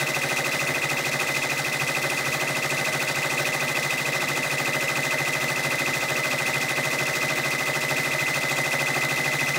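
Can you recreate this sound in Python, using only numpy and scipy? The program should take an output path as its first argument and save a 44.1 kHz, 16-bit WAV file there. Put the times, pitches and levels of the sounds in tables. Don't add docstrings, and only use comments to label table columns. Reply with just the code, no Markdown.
import sys
import numpy as np
from scipy import signal
from scipy.fft import rfft, irfft, next_fast_len
from scipy.io import wavfile
from scipy.ndimage import uniform_filter1d

SR = 44100
rng = np.random.default_rng(int(sys.argv[2]) if len(sys.argv) > 2 else 0)


def store_pcm(level_fs):
    pcm = np.round(np.clip(level_fs, -1, 1) * 32767).astype(np.int16)
    wavfile.write(sys.argv[1], SR, np.atleast_2d(pcm).T)


def invert_db(x):
    u = np.asarray(x, float) / 20
    return 10 ** u


N = 422478

STITCH_PER_S = 13.2978

# time into the turn in ms, peak in dB, swell in ms.
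BAR_PUSHES = [(27.61, -21.5, 2.59), (36.9, -26, 2.67), (48.8, -30.5, 3.8), (59.3, -26.5, 3.15),
              (74.3, -25, 3.64), (87.3, -27.02, 1.5)]
BAR_HZ = 2027.85
BAR_START_DB, BAR_DB_PER_S = -2.5, .5

# time into the turn in ms, pitch in Hz, peak in dB, swell in ms.
HOOK_CONTACTS = [(60.05, 2305.63, -31, 1.95), (63.35, 2360, -31, 1.26), (65.7, 2666.87, -28, 4.8),
                 (68.16, 2502.06, -23.5, 3.94), (75.15, 2497.89, -30, 3), (82.34, 2501.23, -25, 1.7),
                 (87.11, 2481.16, -25, 2.2), (88.24, 2628.62, -29.5, 1.6), (5.987, 1967.71, -32, 4.2),
                 (11.385, 2110.23, -30, 4.1), (27.51, 2204.2, -27.33, 0.62), (65.8, 2230, -31, 1.15),
                 (20.01, 2082.04, -36.94, 4.6), (45.46, 2037.33, -31.87, 1.9)]
HOOK_START_DB, HOOK_END_DB, HOOK_SETTLE_S = 2, -0.24, 3.4

# pitch in Hz, swell in ms, peak in dB, first knock in ms, second knock in ms.
HOUSING_PARTS = [(264, 6.1, -35.62, 36.88, 12.46), (265, 3.95, -35.72, 61.1, 13.6),
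                 (356, 3, -34, 17.63, 7.26), (364.5, 11.51, -38, 70.78, 38.73),
                 (485.17, 4.87, -35, 52.31, 21.52), (557, 14.7, -34, 8.916, 63.84),
                 (622, 20.2, -34.5, 9.126, 64.25), (791.23, 2, -29, 16.07, 27.56),
                 (1190, 0.96, -27.5, 13.89, 1.19), (1276, 0.55, -23, 7.5, 25.93),
                 (1539, 2.45, -29, 5.42, 18.54), (1570, 1.39, -31, 33.79, 13.99),
                 (1880, 3, -30.5, 28.5, 63.49), (915, 3.49, -41, 37.32, 11.41)]
SECOND_KNOCK_DB = -4
LEG_ACCENT_DB = (.6, -.4, -.2)

# time into the turn in ms, pitch in
# Hz, peak in dB, swell in ms.
SNAPS = [
    (75.6, 3310, -33, 1.3),
    (10.03, 3700, -38.5, 2.1),
    (75, 6650, -28.5, 0.25),
    (41.9, 3900, -36.5, 1.5),
]

# level in dB, then delay in ms.
LEG_DB = (-28.3, -31.4, -32.0)
LEG_DELAY_MS = (-3.9, -.8, -2.0)
THUMP_HZ, THUMP_AT_MS, THUMP_WIDTH_MS = 142, 32.8, 13
JOLT_HZ, JOLT_WIDTH_MS, JOLT_DB = 90, 10, -21
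BEND_AT_S, BEND_S, BEND_SHIFT_DB = .8, .55, 2.8
FIRMING_FROM_S, FIRMING_DB_PER_S = 7.5, 1.3

# time in ms, level in dB, decay in ms, spread between turns in dB.
TICKS = [(.1, -30, 1.2, 2.4), (3.5, -36, 1.3, 5), (13, -34, 1.6, 3), (27.6, -29, 1.3, 2.4),
         (39, -34, 4.7, 4), (61.3, -30, 3.8, 3), (74, -32, .9, 1)]

STRIKE_MS, STRIKE_RISE_MS, STRIKE_DB, EASED_DB = 13.4, 6, 2.0, -3.0
CATCH_MS, CATCH_RISE_MS, HOLD_MS, SLACKEN_MS, TIGHT_DB, SLACK_DB = 60, 13.6, 19.7, 38, 1.86, -4.0
RUB_DB = -30.5
# frequency in Hz, level in dB per Hz.
HOUSING_RUB = [(40, -23), (60, -23), (100, -11), (260, -3.5), (410, -10), (560, -4.5), (1700, -5),
               (3000, -12)]
# frequency in Hz, level in dB per Hz.
HOOK_RUB = [(3000, -11.5), (6000, -13), (10000, -18.5), (12500, -25.5), (15500, -20.5)]
# frequency in Hz, share of power from 0 to 1.
REPEAT = [(100, 0.26), (250, 0.12), (2600, .12), (4000, 0.34), (7000, 0.14), (11000, .01)]
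# frequency in Hz, width in Hz, level in dB.
PANELS = [(264, 56, -48), (354, 64, -47.5), (521, 48, -47.5), (609, 51, -42.5), (767, 49, -45.5),
          (902, 50, -47), (1253, 160, -42), (1840, 150, -45.5), (2034, 68, -44.5), (2485, 80, -49.5),
          (3510, 400, -45)]
# frequency in Hz, width in Hz.
TABLE_DIPS = [(209, 20), (1010, 100), (1410, 64), (2240, 89)]

ROOM_T60_S, ROOM_DB = 0.28, -15.5
CUTOFF_HZ = 15750


def rms_one(x):
    return x / np.sqrt(np.mean(x ** 2) + 1e-20)


def turns():
    return np.arange(-3, int(N / SR * STITCH_PER_S) + 1) / STITCH_PER_S


def add(out, starts_s, shapes):
    for at, shape in zip(np.round(starts_s * SR).astype(int), shapes):
        low, high = max(at, 0), min(at + len(shape), N)
        if high > low:
            out[low:high] += shape[low - at:high - at]


def contacts(rows, gain_db, in_step=False, spread_db=1.4, shared_db=0.5, slip_us=12, shaft_us=14, creep_db=0.42):
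    out, start = np.zeros(N), turns()
    force, shaft = np.clip(rng.standard_normal((len(start), 2)), -2, 2).T
    for at_ms, hz, peak_db, swell_ms in rows:
        t = np.arange(int(9 * swell_ms / 1000 * SR)) / SR
        swells = t / swell_ms * 1000
        ring = swells * np.exp(1 - swells + 2j * np.pi * hz * t)
        chance = np.clip(rng.standard_normal((len(start), 3)), -2, 2)
        creep = rms_one(uniform_filter1d(chance[:, 2], size=25))
        at_s = start + at_ms / 1000
        rounding_s = at_s - np.round(at_s * SR) / SR
        late_s = (slip_us * chance[:, 1] + shaft_us * shaft) / 1e6 + rounding_s
        late_s = late_s - in_step * at_ms / 1000
        level_db = peak_db + gain_db + spread_db * chance[:, 0] + shared_db * force + creep_db * creep
        gain = invert_db(level_db) * np.exp(-2j * np.pi * hz * late_s)
        add(out, at_s, np.imag(np.outer(gain, ring)))
    return out


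def needle_bar():
    pushes = [(at_ms, BAR_HZ, peak_db, swell_ms) for at_ms, peak_db, swell_ms in BAR_PUSHES]
    gain_db = BAR_START_DB + BAR_DB_PER_S * turns()
    return contacts(pushes, gain_db, in_step=True, spread_db=1.0, shared_db=.5, slip_us=20)


def rotary_hook():
    gain_db = HOOK_END_DB + (HOOK_START_DB - HOOK_END_DB) * np.exp(-turns() / HOOK_SETTLE_S)
    return contacts(HOOK_CONTACTS, gain_db, spread_db=1.5, shared_db=0.6, slip_us=19)


def housing_knocks():
    knocks = []
    for hz, swell_ms, peak_db, first_ms, second_ms in HOUSING_PARTS:
        knocks.append((first_ms, hz, peak_db, swell_ms))
        knocks.append((second_ms, hz, peak_db + SECOND_KNOCK_DB, swell_ms))
    return contacts(knocks, np.resize(LEG_ACCENT_DB, len(turns())), spread_db=1.5, shared_db=.9)


def snaps():
    return contacts(SNAPS, 0, spread_db=2.5)


def carriage(spread_db=.8, slip_ms=.35):
    out, start = np.zeros(N), turns()
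    bend_db = BEND_SHIFT_DB * np.exp(-((start - BEND_AT_S) / BEND_S) ** 2)
    firm_db = FIRMING_DB_PER_S * np.maximum(start - FIRMING_FROM_S, 0)
    leg = np.arange(len(start)) % 3
    level_db = np.array(LEG_DB)[leg] + np.choose(leg, [0, firm_db - bend_db, firm_db + bend_db])
    chance = rng.standard_normal((len(start), 2))
    late_s = (np.array(LEG_DELAY_MS)[leg] + slip_ms * chance[:, 1]) / 1000
    t = np.arange(-.045, .045, 1 / SR)
    thump = np.exp(-.5 * (1000 * t / THUMP_WIDTH_MS) ** 2 + 2j * np.pi * THUMP_HZ * t)
    jolt = np.exp(-.5 * (1000 * t / JOLT_WIDTH_MS) ** 2 + 2j * np.pi * JOLT_HZ * t)
    swing = thump + invert_db(JOLT_DB) * jolt
    gain = invert_db(level_db + spread_db * chance[:, 0]) * np.exp(-2j * np.pi * THUMP_HZ * late_s)
    add(out, start + THUMP_AT_MS / 1000 + t[0], np.real(np.outer(gain, swing)))
    return out


def ticks(low_hz=2600, high_hz=9000):
    out, start = np.zeros(N), turns()
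    for at_ms, level_db, decay_ms, spread_db in TICKS:
        t_ms = np.arange(int(6 * decay_ms / 1000 * SR)) / SR * 1000
        shape = np.exp(-t_ms / decay_ms) * (1 - np.exp(-t_ms / .15))
        gain = invert_db(level_db + spread_db * rng.standard_normal(len(start)))
        add(out, start + at_ms / 1000, np.outer(gain, shape))
    bright = signal.butter(2, low_hz, "high", fs=SR, output="sos")
    soft = signal.butter(1, high_hz, fs=SR, output="sos")
    return signal.sosfilt(np.vstack([bright, soft]), out * rng.standard_normal(N))


def at_hz(points, hz):
    points_hz, values = np.array(points).T
    return np.interp(np.log(hz), np.log(points_hz), values)


def drift(rate):
    r = np.exp(-80 * np.pi * rate / SR)
    slow = signal.lfilter([1], [1, -2 * r, r * r], rng.standard_normal(N // 40 + 2002))[2000:]
    return np.interp(np.arange(N) / 40, np.arange(len(slow)), rms_one(slow))


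def resonance(x, hz, width_hz):
    r = np.exp(-np.pi * width_hz / SR)
    poles = [1, -2 * r * np.cos(2 * np.pi * hz / SR), r * r]
    return signal.lfilter([(1 - r * r) / 2, 0, (r * r - 1) / 2], poles, x)


def load(start_ms, rise_ms, hold_ms, fall_ms, low_db, high_db):
    since_ms = (np.arange(N) / SR * 1000 - start_ms) % (1000 / STITCH_PER_S)
    corners_ms = np.cumsum([0, rise_ms, hold_ms, fall_ms])
    return invert_db(np.interp(since_ms, corners_ms, [low_db, high_db, high_db, low_db]))


def rubbing(grain_db=1.85, patchy_db=0.85, split_hz=2800):
    turn = np.arange(N) / SR * STITCH_PER_S % 1
    housing = load(STRIKE_MS - STRIKE_RISE_MS, STRIKE_RISE_MS, 2.8, 44, EASED_DB, STRIKE_DB)
    hook = load(CATCH_MS, CATCH_RISE_MS, HOLD_MS, SLACKEN_MS, SLACK_DB, TIGHT_DB)
    fresh = rng.standard_normal((2, N))
    place = np.round(turn * SR / STITCH_PER_S).astype(int) % 3317
    looped = rng.standard_normal((2, 3317))[:, place]
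    grain = invert_db(grain_db * drift(145))
    out, edges = 0, 40 * 2 ** (np.arange(27) / 3)
    for k, (low, high) in enumerate(zip(edges, edges[1:])):
        hz = np.sqrt(low * high)
        share = np.clip(at_hz(REPEAT, hz), 0, 1)
        source = np.sqrt(share) * looped[k % 2] + np.sqrt(1 - share) * fresh[k % 2]
        pressed, colour = (housing, HOUSING_RUB) if hz < split_hz else (hook * grain, HOOK_RUB)
        third_octave = signal.butter(2, [low, high], "band", fs=SR, output="sos")
        band = signal.sosfilt(third_octave, source * pressed)
        out = out + invert_db(at_hz(colour, hz) + patchy_db * drift(13.6)) * band
    shake = rng.standard_normal(N) * housing
    panels = sum(invert_db(db) * rms_one(resonance(shake, hz, width_hz)) for hz, width_hz, db in PANELS)
    heard = invert_db(RUB_DB) * rms_one(out) + panels
    for hz, width_hz in TABLE_DIPS:
        heard = heard - 0.7 * resonance(heard, hz, width_hz)
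    return heard


def room(x, wall_hz=5000):
    size = next_fast_len(N + SR)
    hz = np.arange(size // 2 + 1) * SR / size
    echo = 0
    for lag_s in rng.uniform(.012, .035, 8):
        wall = invert_db(-60 * lag_s / ROOM_T60_S) / (1 + 1j * hz / wall_hz)
        loop = wall * np.exp(-2j * np.pi * hz * lag_s)
        echo = echo + loop / (1 - loop)
    return irfft(rfft(x, size) * echo, size)[:N]


def scene():
    bright = ticks()
    ringing = needle_bar() + rotary_hook() + housing_knocks() + snaps()
    machine = ringing + carriage() + rubbing() + bright
    return (machine + invert_db(ROOM_DB) * room(bright))[None]


def band_limit(x):
    return signal.sosfilt(signal.butter(12, 16800, fs=SR, output="sos"), x)


def record(dry):
    top_cut = signal.ellip(12, .5, 70, CUTOFF_HZ, fs=SR, output="sos")
    mix = signal.sosfilt(top_cut, dry)
    return band_limit(mix)


dry = scene()
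out = record(dry)
store_pcm(out)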